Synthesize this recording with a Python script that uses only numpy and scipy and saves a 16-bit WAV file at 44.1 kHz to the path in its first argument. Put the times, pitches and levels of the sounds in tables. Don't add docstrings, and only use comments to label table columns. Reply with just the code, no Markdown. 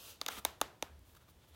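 import sys
import numpy as np
from scipy import signal
from scipy.fft import rfft, irfft, next_fast_len
from scipy.io import wavfile
from scipy.ndimage import map_coordinates

SR = 44100
rng = np.random.default_rng(int(sys.argv[2]) if len(sys.argv) > 2 else 0)


def inscribe(sig):
    pcm = np.round(np.clip(np.atleast_2d(sig).T, -1, 1) * 32767)
    wavfile.write(sys.argv[1], SR, pcm.astype(np.int16))


N = 68355

# (time [s], crack [dB], crack tilt [dB/octave], high cut [Hz], ping [dB], ping pitch [Hz], mouth [dB],
#  thump [dB], thump pitch [Hz], hollow [dB], hollow pitch [Hz], room send [dB])
SLIPS = [(0.2138, -35.5, 0.5, 17200, -21.5, 4420, -24.5, -34.5, 615, -35.5, 1187, -20.5),
         (.2631, -31.5, 0, 16000, -24.5, 3100, -29, -34.5, 550, -37.5, 1170, -20),
         (0.2805, -48, 2, 13000, -29.5, 4200, -46, -49, 610, -45, 1220, -53),
         (0.284, -33, -1, 16000, -30, 3100, -29, -32.5, 970, -36.5, 1370, -14.5),
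         (0.2864, -33, -0.5, 19000, -31, 14200, -32, -34, 1050, -31.5, 1410, -24),
         (0.4492, -36, 20, 19000, -31, 15000, -62, -74, 700, -70, 1200, -34),
         (0.45, -21.5, 1, 16900, -13, 9160, -20.5, -22, 750, -31.5, 1640, -9.5),
         (0.6137, -20.5, -.5, 18000, -17.5, 11150, -20, -18.5, 707, -24, 1187, -10),
         (0.8248, -28, -.5, 12700, -25, 6300, -29.5, -24, 554, -41, 1250, -17)]
# (pitch [Hz], level [dB], t60 [s])
MOUTH_MODES = [(2190, -18, 0.0089), (2640, -16.5, 0.015), (3626, -0.5, 0.0093), (3890, -4, 0.0079),
               (4526, -6, 0.0069), (6580, -4.5, 0.0044), (9600, -12.5, 0.0078)]
BODY_MODES = [(313.5, -23, 0.04), (530, -19, 0.0063), (860, -14.5, 0.019)]
# (frequency [Hz], level [dB])
CRACK_EQ = [(300, -17.5), (1000, 3), (1700, 0.5), (2400, 4.5), (3500, -2), (5200, 1), (6500, 6),
            (8000, -10.5), (10000, -3.5), (13000, 1.5), (16000, -3)]
SNAP_SEND_EQ = [(100, -30), (280, 0), (500, 0), (900, 1), (1400, -1.5), (2000, -4.5), (3600, -4),
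                (5200, -9.5), (6500, -9.5), (9000, -17.5), (13000, -16), (16000, -22)]
# (time [s], level [dB])
SLIDE_ENVELOPE = [(0, -54.5), (.04, -53.5), (.07, -52.5), (.108, -52), (.15, -60.5), (.2, -71.5),
                  (.22, -58), (.26, -66), (.29, -79)]
RASP_ENVELOPE = [(.28, -86), (.295, -53.5), (.315, -46.5), (.345, -49.5), (.368, -50), (.388, -45.5),
                 (.398, -52), (.408, -77), (.44, -75)]
DRAW_ENVELOPE = [(1.39, -81), (1.43, -70), (1.465, -80), (1.51, -75), (1.55, -68)]
# (frequency [Hz], level [dB])
SLIDE_EQ = [(100, -20), (250, -9), (450, -4), (800, -7.5), (1300, -4.5), (2100, -14), (2700, -1.5),
            (3500, -2), (4600, -4.5), (5300, -5.5), (6400, -5), (8500, -9.5), (11800, -5), (16000, -8.5)]
RASP_EQ = [(59, -29), (100, 6.5), (166, -18), (244, -6.5), (365, -28), (461, 4.5), (524, -15), (818, -6),
           (910, -5), (1250, 2), (1580, -6), (3250, -1.5), (4980, -9.5), (6420, -10), (16000, -10.5)]
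DRAW_EQ = [(300, -9), (1200, -7), (2200, -8.5), (2900, -6), (3450, 1.5), (4200, -8.5), (5200, -13),
           (9000, -19), (16000, -21)]
# (centre [s], half length [s], level [dB], tilt [dB/octave])
FINGER_RUBS = [(.385, 0.0099, -51, -8), (.4457, .001, -61, 1), (.605, 0.0011, -60, 3),
               (.993, 0.0014, -62.5, 7), (1.1, .04, -68, 4), (1.152, 0.0026, -59.5, 2),
               (1.169, 0.0058, -60.5, 2), (1.22, 0.015, -69, 1), (1.287, 0.0062, -65, 0.5),
               (1.302, 0.0088, -64.5, 6), (1.445, 0.0085, -68.5, 0), (1.49, .012, -67.5, 4.5),
               (1.545, 0.0091, -67, 1)]
# (centre [s], half length [s], level [dB])
HAND_BUMPS = [(.39, .02, -70), (.475, 0.017, -58.5), (.635, 0.017, -56.5), (.85, 0.014, -54),
              (.945, 0.039, -60), (1.015, 0.031, -61), (1.095, 0.0094, -61), (1.15, .02, -62),
              (1.38, 0.009, -60), (1.53, 0.015, -60)]
# (frequency [Hz], level [dB])
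RUB_EQ = [(60, -19), (200, -3), (600, 1.5), (1300, 2), (2100, -11), (3400, -6.5), (5000, -13), (9000, -18),
          (14000, -15), (16000, -17.5)]
BUMP_EQ = [(25, -43), (50, -6), (70, 10), (100, -17), (170, -20.5), (350, -31), (1000, -80), (4000, -120)]
ROOM_EQ = [(100, -1.5), (400, -1), (1400, 0), (3500, -2), (8000, -1), (15000, 1.5)]
RUMBLE_EQ = [(15, -37), (25, -16.5), (80, 2), (195, -9.5), (354, -11.5), (439, -14.5), (1020, -18.5),
             (1190, -23), (2910, -25), (3620, -27), (7710, -30), (14400, -31.5), (16000, -32)]
# (frequency [Hz], t60 [s])
ROOM_DECAY = [(150, 0.6), (700, 0.44), (2000, 0.36), (5000, 0.3), (14000, 0.25)]

CRACK_T60_S, SPLINTER_T60_S, SPLINTER_DB, SPIKE_DB = 0.0022, 0.014, -6.5, 9.5
PING_T60_S, THUMP_T60_S, HOLLOW_T60_S = 0.0022, 0.0049, 0.01
ATTACK_S, THUMP_LAG_S = 0.00029, 0.00052
MOUTH_CUT_HZ, BODY_CUT_HZ = 1320, 358
BEND_DELAY_S, BEND_LOW_HZ = 0.00196, 516
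GRAINS_PER_S, FIZZ_HZ = 1600, 7700
ROOM_RISE_S, RUSTLE_SEND_DB, RUMBLE_DB, TOP_HZ = 0.00152, -12.5, -66, 16300


def snaps():
    direct, send = np.zeros(N + SR), np.zeros(N + SR)
    t = np.arange(SR // 10) / SR
    late = np.maximum(t - THUMP_LAG_S, 0)
    for (time_s, crack_db, tilt_db, top_hz, ping_db, ping_hz, mouth_db,
         thump_db, thump_hz, hollow_db, hollow_hz, send_db) in SLIPS:
        crack = amp(crack_db) * leather_crack(t, tilt_db)
        ping = amp(ping_db) * ring(t, ping_hz, PING_T60_S) * attack(t)
        mouth = amp(mouth_db) * sum((-1) ** k * amp(db + rng.normal(0, 1)) * ring(t, hz, t60)
                                    for k, (hz, db, t60) in enumerate(MOUTH_MODES))
        body = sum(amp(db) * ring(late, hz, t60) for hz, db, t60 in BODY_MODES)
        thump = amp(thump_db) * (ring(late, thump_hz, THUMP_T60_S) + body)
        hollow = amp(hollow_db) * ring(late, hollow_hz, HOLLOW_T60_S)
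        bite = high_cut(crack + low_cut(mouth + ping, MOUTH_CUT_HZ), top_hz)
        weight = low_cut((thump + hollow) * attack(late), BODY_CUT_HZ)
        start = round(time_s * SR)
        direct[start:start + len(t)] += bending_wave(bite + weight)
        splash = impulse(tilted(SNAP_SEND_EQ, tilt_db))
        send[start:start + len(splash)] += amp(send_db) * splash
    return direct[:N], send[:N]


def leather_crack(t, tilt_db):
    envelope = fade(t, CRACK_T60_S) + amp(SPLINTER_DB) * fade(t, SPLINTER_T60_S)
    burst = rng.standard_normal(len(t)) * envelope
    burst[0] = amp(SPIKE_DB)
    return signal.lfilter(impulse(tilted(CRACK_EQ, tilt_db)), 1, burst)


def bending_wave(x):
    hz = np.fft.rfftfreq(2 * len(x), 1 / SR)
    delay = BEND_DELAY_S * np.sqrt(1000 / np.maximum(hz, BEND_LOW_HZ))
    phase = 2 * np.pi * hz[1] * np.cumsum(delay - delay[-1])
    return irfft(rfft(x, 2 * len(x)) * np.exp(-1j * phase))[:len(x)]


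def blade_friction(envelope, eq, grain_db, fizz_db_per_db):
    fibres = map_coordinates(rng.standard_normal(N), [np.arange(N) * GRAINS_PER_S / SR])
    level_db = np.interp(np.arange(N) / SR, *np.transpose(envelope), right=-120)
    hiss = unit(amp(grain_db * fibres) * noise(eq))
    fizz = signal.sosfiltfilt(signal.butter(2, FIZZ_HZ, "high", fs=SR, output="sos"), hiss)
    fizz_gain = amp(fizz_db_per_db * (level_db - level_db.max()))
    return amp(level_db) * (hiss + fizz * (fizz_gain - 1))


def handling(touches, eq):
    out, t = np.zeros(N), np.arange(N) / SR
    for centre_s, half_s, db, *tilt in touches:
        swell = np.exp(-0.5 * ((t - centre_s) / half_s) ** 2)
        out += amp(db) * swell * noise(tilted(eq, *tilt) if tilt else eq)
    return out


def workshop_reverb(send):
    out, stretch = np.zeros(N + 2 * SR), SR // 7
    for start in range(0, N, stretch):
        hz, t, bands = signal.stft(rng.standard_normal(SR // 2), SR, nperseg=256)
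        envelope = fade(t, along(ROOM_DECAY, hz)[:, None]) * (1 - np.exp(-t / ROOM_RISE_S))
        tail = signal.istft(bands * envelope, SR)[1]
        tail = signal.fftconvolve(tail / np.linalg.norm(tail), impulse(ROOM_EQ))
        wet = signal.fftconvolve(send[start:start + stretch], tail)
        out[start:start + len(wet)] += wet
    return out[:N]


def room_tone():
    return amp(RUMBLE_DB) * noise(RUMBLE_EQ)


def amp(db):
    return 10 ** (np.asarray(db) / 20)


def unit(x):
    return x / np.sqrt(np.mean(x ** 2) + 1e-20)


def along(curve, hz):
    freqs, values = np.transpose(curve)
    return np.interp(np.log(hz + 1), np.log(freqs + 1), values)


def tilted(eq, tilt_db):
    hz, db = np.transpose(eq)
    return np.column_stack([hz, db + tilt_db * (np.log2(hz) - np.log2(hz).mean())])


def noise(eq):
    size = next_fast_len(N + 8192)
    gain = amp(along(eq, np.fft.rfftfreq(size, 1 / SR)))
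    return unit(irfft(rfft(rng.standard_normal(size)) * gain, size)[:N])


def impulse(eq, size=512):
    cepstrum = irfft(np.log(amp(along(eq, np.fft.rfftfreq(size, 1 / SR)))))
    cepstrum[1:size // 2] *= 2
    cepstrum[size // 2 + 1:] = 0
    click = irfft(np.exp(rfft(cepstrum)))
    return click / np.linalg.norm(click)


def attack(t):
    return 2 * (1 - np.exp(-t / ATTACK_S))


def fade(t, t60):
    return np.exp(-np.log(1000) * t / t60)


def ring(t, hz, t60):
    return np.sin(2 * np.pi * hz * t) * fade(t, t60)


def low_cut(x, hz):
    return signal.sosfilt(signal.butter(2, hz, "high", fs=SR, output="sos"), x)


def high_cut(x, hz):
    return signal.sosfilt(signal.butter(4, hz, "low", fs=SR, output="sos"), x)


def scene():
    clicks, snap_send = snaps()
    slide = blade_friction(SLIDE_ENVELOPE, SLIDE_EQ, grain_db=1, fizz_db_per_db=0.76)
    rasp = blade_friction(RASP_ENVELOPE, RASP_EQ, grain_db=-1, fizz_db_per_db=0.11)
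    rubs = handling(FINGER_RUBS, RUB_EQ)
    draw = blade_friction(DRAW_ENVELOPE, DRAW_EQ, grain_db=1, fizz_db_per_db=0.11)
    rustle = slide + rasp + rubs + draw
    reverb = workshop_reverb(0.5 * snap_send + amp(RUSTLE_SEND_DB) * rustle)
    bumps = handling(HAND_BUMPS, BUMP_EQ)
    return (clicks + rustle + reverb + bumps + room_tone())[None]


def record(dry):
    taps = signal.firwin(201, TOP_HZ, fs=SR, window="blackman")
    return signal.fftconvolve(dry, taps[None], mode="same", axes=1)


dry = scene()
out = record(dry)
inscribe(out)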